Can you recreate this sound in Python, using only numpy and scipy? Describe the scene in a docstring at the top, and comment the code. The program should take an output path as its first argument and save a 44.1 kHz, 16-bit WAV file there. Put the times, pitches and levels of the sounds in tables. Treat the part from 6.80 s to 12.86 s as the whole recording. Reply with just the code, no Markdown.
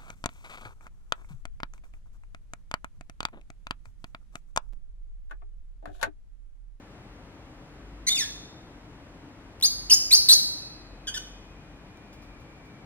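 """Lovebirds in a tiled room

Two lovebirds perch on their cage, close to a stereo microphone. One gives a reedy warble with a
whistle in its middle, four shrill rising chirps and a soft chuck and squawk; then feathers are preened.
Each call is a buzz of the syrinx, filtered by the throat and beak and prolonged by the room.
Under them a fan rushes, a deep hum swells and fades, and a faint whine sinks slowly."""
import sys
import numpy as np
from scipy import signal
from scipy.fft import rfft, irfft
from scipy.io import wavfile
from scipy.ndimage import uniform_filter1d

SR = 44100
rng = np.random.default_rng(int(sys.argv[2]) if len(sys.argv) > 2 else 0)


def unload_wav(signal):
    """Save mono or channel-first audio to the path in sys.argv[1] as 16-bit WAV at rate SR, clipped to [-1, 1]."""
    wavfile.write(
        sys.argv[1],
        SR,
        np.round(np.clip(np.atleast_2d(signal).T, -1, 1) * 32767).astype(np.int16),
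    )


N = 267157
TIME, BINS = np.arange(N) / SR, np.fft.rfftfreq(N, 1 / SR)


def amp(db):
    """Amplitude ratio of a level in decibels."""
    return 10 ** (np.asarray(db) / 20)


def unit(x):
    """Normalisation to an rms of one."""
    return x / np.sqrt(np.mean(x ** 2) + 1e-20)


def read(points, hz):
    """Interpolation of a table on a logarithmic frequency axis."""
    f, value = np.transpose(points)
    return np.interp(np.log(hz + 1), np.log(f + 1), value)


def noise(spectrum, size=N):
    """Spectral shaping: white noise filtered to the given colour, of rms one."""
    gain = amp(read(spectrum, np.fft.rfftfreq(size, 1 / SR)))
    return unit(irfft(rfft(rng.standard_normal(size)) * gain, size))


def waver(rate_hz, size=N):
    """Random modulation: noise of rms one, low-passed near the given rate."""
    gain = np.exp(-(np.fft.rfftfreq(size, 1 / SR) / rate_hz) ** 2)
    return unit(irfft(rfft(rng.standard_normal(size)) * gain, size))


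def fan(side_db=-10.0, left_db=1.42, fade_db_per_s=-0.0655):
    """Turbulent air radiates broadband noise, nearly coherent in the bass and diffuse in the treble."""
    # spectra of the channels' sum and difference: f/Hz, relative level/dB
    mid_spectrum = [(12, -40), (20, -16.5), (44, 1.5), (64, -3), (80, -5.5), (100, -3), (161, -5),
                    (196, -6.5), (232, -8), (298, -2), (352, -11), (705, -14.5), (1980, -23), (2470, -27),
                    (3750, -35.5), (15500, -56.5)]
    side_spectrum = [(12, -22.5), (20, 0), (196, -8.5), (232, -5), (289, -11.5), (342, -10.5), (1380, -8),
                     (2090, -10), (2470, -8.5), (9930, -24.5), (15500, -32.5)]
    mid, side = noise(mid_spectrum), amp(side_db) * noise(side_spectrum)
    stereo = np.array([mid * amp(left_db) + side, mid * amp(-left_db) - side])
    return amp(-48.5 + fade_db_per_s * TIME) * stereo


def drone(hz, level_db, jitter, rate_hz):
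    """A sinusoid under random frequency and amplitude modulation."""
    phase = 2 * np.pi * np.cumsum(hz * (1 + jitter * waver(rate_hz))) / SR
    return np.sqrt(2) * amp(level_db + 1.3 * waver(rate_hz)) * np.sin(phase)


def hum(rest_hz=45.6, rest_db=-63.5):
    """A deep tone whose swells, Gaussian in rise and exponential in decay, pull it to their own pitch."""
    # swells: peak t/s, f/Hz, level/dB, rise t/s, decay t/s
    swells = [(1.15, 53.24, -48, 0.12, .25), (3.03, 44.3, -48, .1, 0.12), (4.2, 43.8, -49.5, 0.21, .6)]
    envelopes = [amp(db) * np.exp(-np.where(TIME < peak, ((TIME - peak) / rise) ** 2,
                                            (TIME - peak) / decay))
                 for peak, _, db, rise, decay in swells]
    strength = amp(rest_db) + sum(envelopes)
    pull_hz = sum(envelope * (hz - rest_hz) for envelope, (_, hz, *_) in zip(envelopes, swells))
    tone = drone(rest_hz + pull_hz / strength, 20 * np.log10(strength), jitter=0.017, rate_hz=7.9)
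    return tone * amp([[1.1], [-1.1]])


def syrinx(start, hz, level_db, throat, even_db, jitter, rasp_db,
           slope_db_per_octave, rasp_db_per_octave, shimmer, flutter_hz):
    """Source and filter: the syrinx buzzes, and the throat colours its harmonics and breath alike."""
    out, n = np.zeros(N), len(hz)
    tremble, throb = waver(flutter_hz, size=SR)[:n], waver(flutter_hz, size=SR)[:n]
    air = noise([(f, db + rasp_db_per_octave * np.log2(f)) for f, db in throat], size=SR)[:n]
    k, t = np.arange(1, 11)[:, None], np.arange(n) / SR
    # the symmetry of the vibration sets even against odd harmonics
    source_db = slope_db_per_octave * np.log2(k) + even_db * (k % 2 == 0)
    phase = 2 * np.pi * np.cumsum(hz * (1 + jitter * tremble)) / SR
    partials = amp(read(throat, k * hz) + source_db) * (k * hz < SR / 2)
    tone = (partials * np.sin(k * phase)).sum(0) / np.sqrt((partials ** 2).sum(0) / 2)
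    voice = tone * (1 + shimmer * throb) + amp(rasp_db) * air
    edges = np.clip(np.minimum(t, t[::-1]) / .001, 0, 1)
    out[round(start * SR):][:n] = edges * amp(level_db) * voice
    return out


def soft_calls(settle_share=0.48, trill_hz=70.7, onset_db=-11, end_db=-12.5):
    """Frequency modulation: each note trills about an exponential glide as it swells and sinks."""
    # four warble notes, three of chuck and squawk: start t/s, length t/s, first f/Hz, last f/Hz,
    # level/dB, peak time/length, trill depth, jitter, even harmonics/dB, rasp/dB
    notes = [ (1.267, .028, 2023, 2165, -17.5, 0.98, 0.05, 0.013, -2, -17.5),
             (1.293, .044, 3470, 3713, -23, 0.77, 0.0032, .011, -3, -12.5),
             (1.344, 0.026, 3630, 3550, -25, 0.64, 0.0033, 0.0074, -1, -9),
             (1.367, .079, 2860, 1636, -25, 0.35, 0.0083, 0.0227, -2.5, -14.5),
             (4.27, 0.0356, 1706, 1559, -29, .35, 0.049, 0.018, 4, -18),
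             (4.339, 0.03, 1735, 1730, -32, .25, 0.0088, 0.051, 0.5, -13),
             (4.36, 0.024, 1570, 1475, -31.5, .8, 0.015, 0.023, 2.5, -7)]
    # throat response, beak half open: f/Hz, level/dB
    half_beak = [(200, -19.5), (1100, -0.5), (1550, -3.5), (2200, -15.5), (2700, -0.5), (3200, 6.5),
                 (4200, 1.5), (6000, 6.5), (6700, 0.5), (7400, -0.5), (9000, -3), (11000, -3),
                 (12800, -14.5), (15500, -9)]
    out = np.zeros(N)
    for start, length, first_hz, last_hz, db, peak, trill, jitter, even_db, rasp_db in notes:
        t = np.arange(0, length, 1 / SR)
        u, peak = t / length, np.clip(peak, .05, .95)
        settled = np.expm1(-u / settle_share) / np.expm1(-1 / settle_share)
        glide_hz = first_hz + (last_hz - first_hz) * settled
        hz = glide_hz * (1 + trill * np.cos(2 * np.pi * trill_hz * t))
        sag_db = np.where(u < peak, onset_db * (1 - u / peak) ** 2,
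                          end_db * ((u - peak) / (1 - peak)) ** 2)
        out += syrinx(start, hz, db + sag_db, half_beak, even_db, jitter, rasp_db,
                      slope_db_per_octave=-4, rasp_db_per_octave=2.5, shimmer=0.15, flutter_hz=600)
    return out


def preening():
    """Impulsive excitation: each beak click or feather flick is noise that decays exponentially."""
    # clicks and flicks: t/s, level/dB, decay t/s
    ticks = [(2.801, -38, 0.0009), (2.812, -28.5, 0.00097), (5.172, -51, .003), (5.329, -54, 0.02),
             (5.42, -60, 0.032), (5.6, -61, 0.022), (5.85, -64, 0.027)]
    # their spectrum: f/Hz, relative level/dB
    colour = [(1000, -18.5), (3500, -2.5), (5300, -2), (7000, -8.5), (15000, -8.5)]
    envelope = sum(amp(db) * (TIME >= start) * np.exp(-abs(TIME - start) / decay)
                   for start, db, decay in ticks)
    return envelope * noise(colour)


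def chirps(lead_arch=.16, top_arch=0.045, peak_share=.65, break_ratio=1.25, flicker_hz=219):
    """A frequency jump: after a lead-in, a climbing whistle flickers and breaks to a weaker top note."""
    # chirps: start t/s, lead-in t/s, whistle t/s, top note t/s, flicker t/s, lead-in f/Hz, whistle's
    # first f/Hz, last f/Hz, exponent of the climb, relative onset/dB, relative peak/dB, jitter, rasp/dB
    calls = [ (2.824, 0.0031, 0.031, 0.016, .001, 3610, 3620, 5183, 0.84, -24, -16.5, 0.026, -13),
             (3.0973, 0.013, 0.028, 0.012, .0005, 3098, 4520, 5486, 0.95, -20.5, -10.5, 0.021, -13.5),
             (3.3072, .0075, .034, 0.012, .005, 2505, 3880, 4910, 1.2, -26.5, -8, 0.023, -13.5),
             (3.487, 0.0082, .036, .014, .009, 4450, 3955, 5000, 1.8, -9, -10, .028, -13)]
    # throat response, beak wide open: f/Hz, level/dB
    open_beak = [(200, -16), (900, -10.5), (2300, -13), (3000, -11), (3750, -4.5), (4850, 1.5), (6300, 1.5),
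                 (7400, -10), (8300, -4), (9600, -1.5), (10900, -1.5), (11700, -7), (13000, -5),
                 (14200, -9), (15500, -14)]
    out = np.zeros(N)
    for (start, lead, whistle, top, flicker, lead_hz, first_hz, last_hz,
         bend, onset_db, peak_db, jitter, rasp_db) in calls:
        t = np.arange(0, lead + whistle + top, 1 / SR)
        late = np.maximum(t - lead - whistle, 0) / top
        broken = t + flicker * np.tanh(waver(flicker_hz, size=SR)[:len(t)]) > lead + whistle
        lead_in = lead_hz * (1 - lead_arch * (2 * t / lead - 1) ** 2)
        climb = first_hz + (last_hz - first_hz) * np.clip((t - lead) / whistle, 0, 1) ** bend
        top_note = last_hz * break_ratio * (1 - top_arch * (2 * late - 1) ** 2)
        hz = np.where(t < lead, lead_in, np.where(broken, top_note, climb))
        effort_db = np.interp(t, [0, lead + peak_share * whistle], [onset_db, peak_db]) - 5 * late
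        level_db = effort_db - 3 * (t < lead) - 3.5 * broken
        out += syrinx(start, hz, level_db, open_beak, -2.5, jitter, rasp_db,
                      slope_db_per_octave=-6, rasp_db_per_octave=1.32, shimmer=.12, flutter_hz=690)
    return out


def whine(start=3.8, first_hz=2560, sag_hz_per_s=113, first_db=-65.5, growth_db_per_s=1):
    """A thin tone sinks as it grows; incoherence between the channels makes it diffuse."""
    age = TIME - start
    hz = first_hz - sag_hz_per_s * age
    level_db = first_db + growth_db_per_s * age + 1.4 * waver(rate_hz=3.4)
    return np.array([drone(hz, level_db, jitter=.018, rate_hz=57) for _ in range(2)]) * (age >= 0)


def direct(x):
    """Interference: the straight path and a few echoes add, and reach the two ports out of phase."""
    # reflections off cage, floor and furniture: delay t/s, level/dB
    echoes = [(.0074, -16), (0.0152, -14.5), (.027, -31)]
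    # lead of the left microphone port over the right: f/Hz, phase/rad
    phase_lead = [(300, .2), (1800, .7), (2600, 1.4), (4000, 2.2), (7000, 2.3), (9000, 2.45), (15000, 2.55)]
    # gain of the left port, opposite at the right: f/Hz, level/dB
    port_gain = [(1500, 2.8), (3000, -1.3), (4500, 0.24), (8000, 1.3)]
    paths = 1 + sum(amp(db) * np.exp(-2j * np.pi * BINS * delay) for delay, db in echoes)
    left = np.exp(.5j * read(phase_lead, BINS)) * amp(read(port_gain, BINS))
    return irfft(rfft(x) * paths * np.array([left, 1 / left]), N)


def room(x, wet_db=-42.5, early_db=-43.5, early_t60=0.25):
    """Reverberation: a quick scatter from near things, and a diffuse tail that lasts longest at 4 kHz."""
    # reverberation time: f/Hz, T60/s
    t60 = [(1000, 0.6), (4000, 0.9), (6000, 0.7748), (9000, 0.65), (15000, 0.6)]
    # width of the diffuse field: f/Hz, side minus mid level/dB
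    width = [(300, -10), (1500, -3), (2500, 1), (4000, 10), (6500, 13), (10000, 11.5), (15000, 8)]
    hz, t, spectra = signal.stft(rng.standard_normal((2, SR)), SR, nperseg=256)
    spectra *= amp(wet_db - 60 * t / read(t60, hz)[:, None]) + amp(early_db - 60 * t / early_t60)
    side_gain = amp(read(width, hz))[:, None]
    spectra = np.array([spectra[0], spectra[1] * side_gain]) / np.sqrt(1 + side_gain ** 2)
    _, (mid, side) = signal.istft(spectra, SR, nperseg=256)
    build_up = np.minimum(np.arange(len(mid)) / (0.0023 * SR), 1)
    tails = np.array([mid + side, mid - side]) * build_up
    return signal.fftconvolve(x[None], tails, axes=1)[:, :N]


def limit(x, ceiling_db=-9.3, recovery_db_per_s=400):
    """Limiting: the gain falls as short-time power exceeds a ceiling, then recovers quickly."""
    power_db = 10 * np.log10(abs(uniform_filter1d((x ** 2).mean(0), size=90)) + 1e-12)
    fall_db = TIME * recovery_db_per_s
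    held_db = np.maximum.accumulate(power_db + fall_db) - fall_db
    over_db = np.maximum(held_db - ceiling_db, 0)
    return x * amp(-uniform_filter1d(over_db, size=45))


def scene():
    """Superposition of the birds' direct and reverberant fields with the background."""
    birds = soft_calls() + amp(1.5) * chirps() + preening()
    return direct(birds) + room(birds) + fan() + hum() + whine()


def record(dry):
    """Limiting, then a steep low-pass filter at 15.8 kHz."""
    low_pass = signal.firwin(511, 15800, window=("kaiser", 9), fs=SR)
    return signal.oaconvolve(limit(dry), low_pass[None], "same")


dry = scene()
out = record(dry)
unload_wav(out)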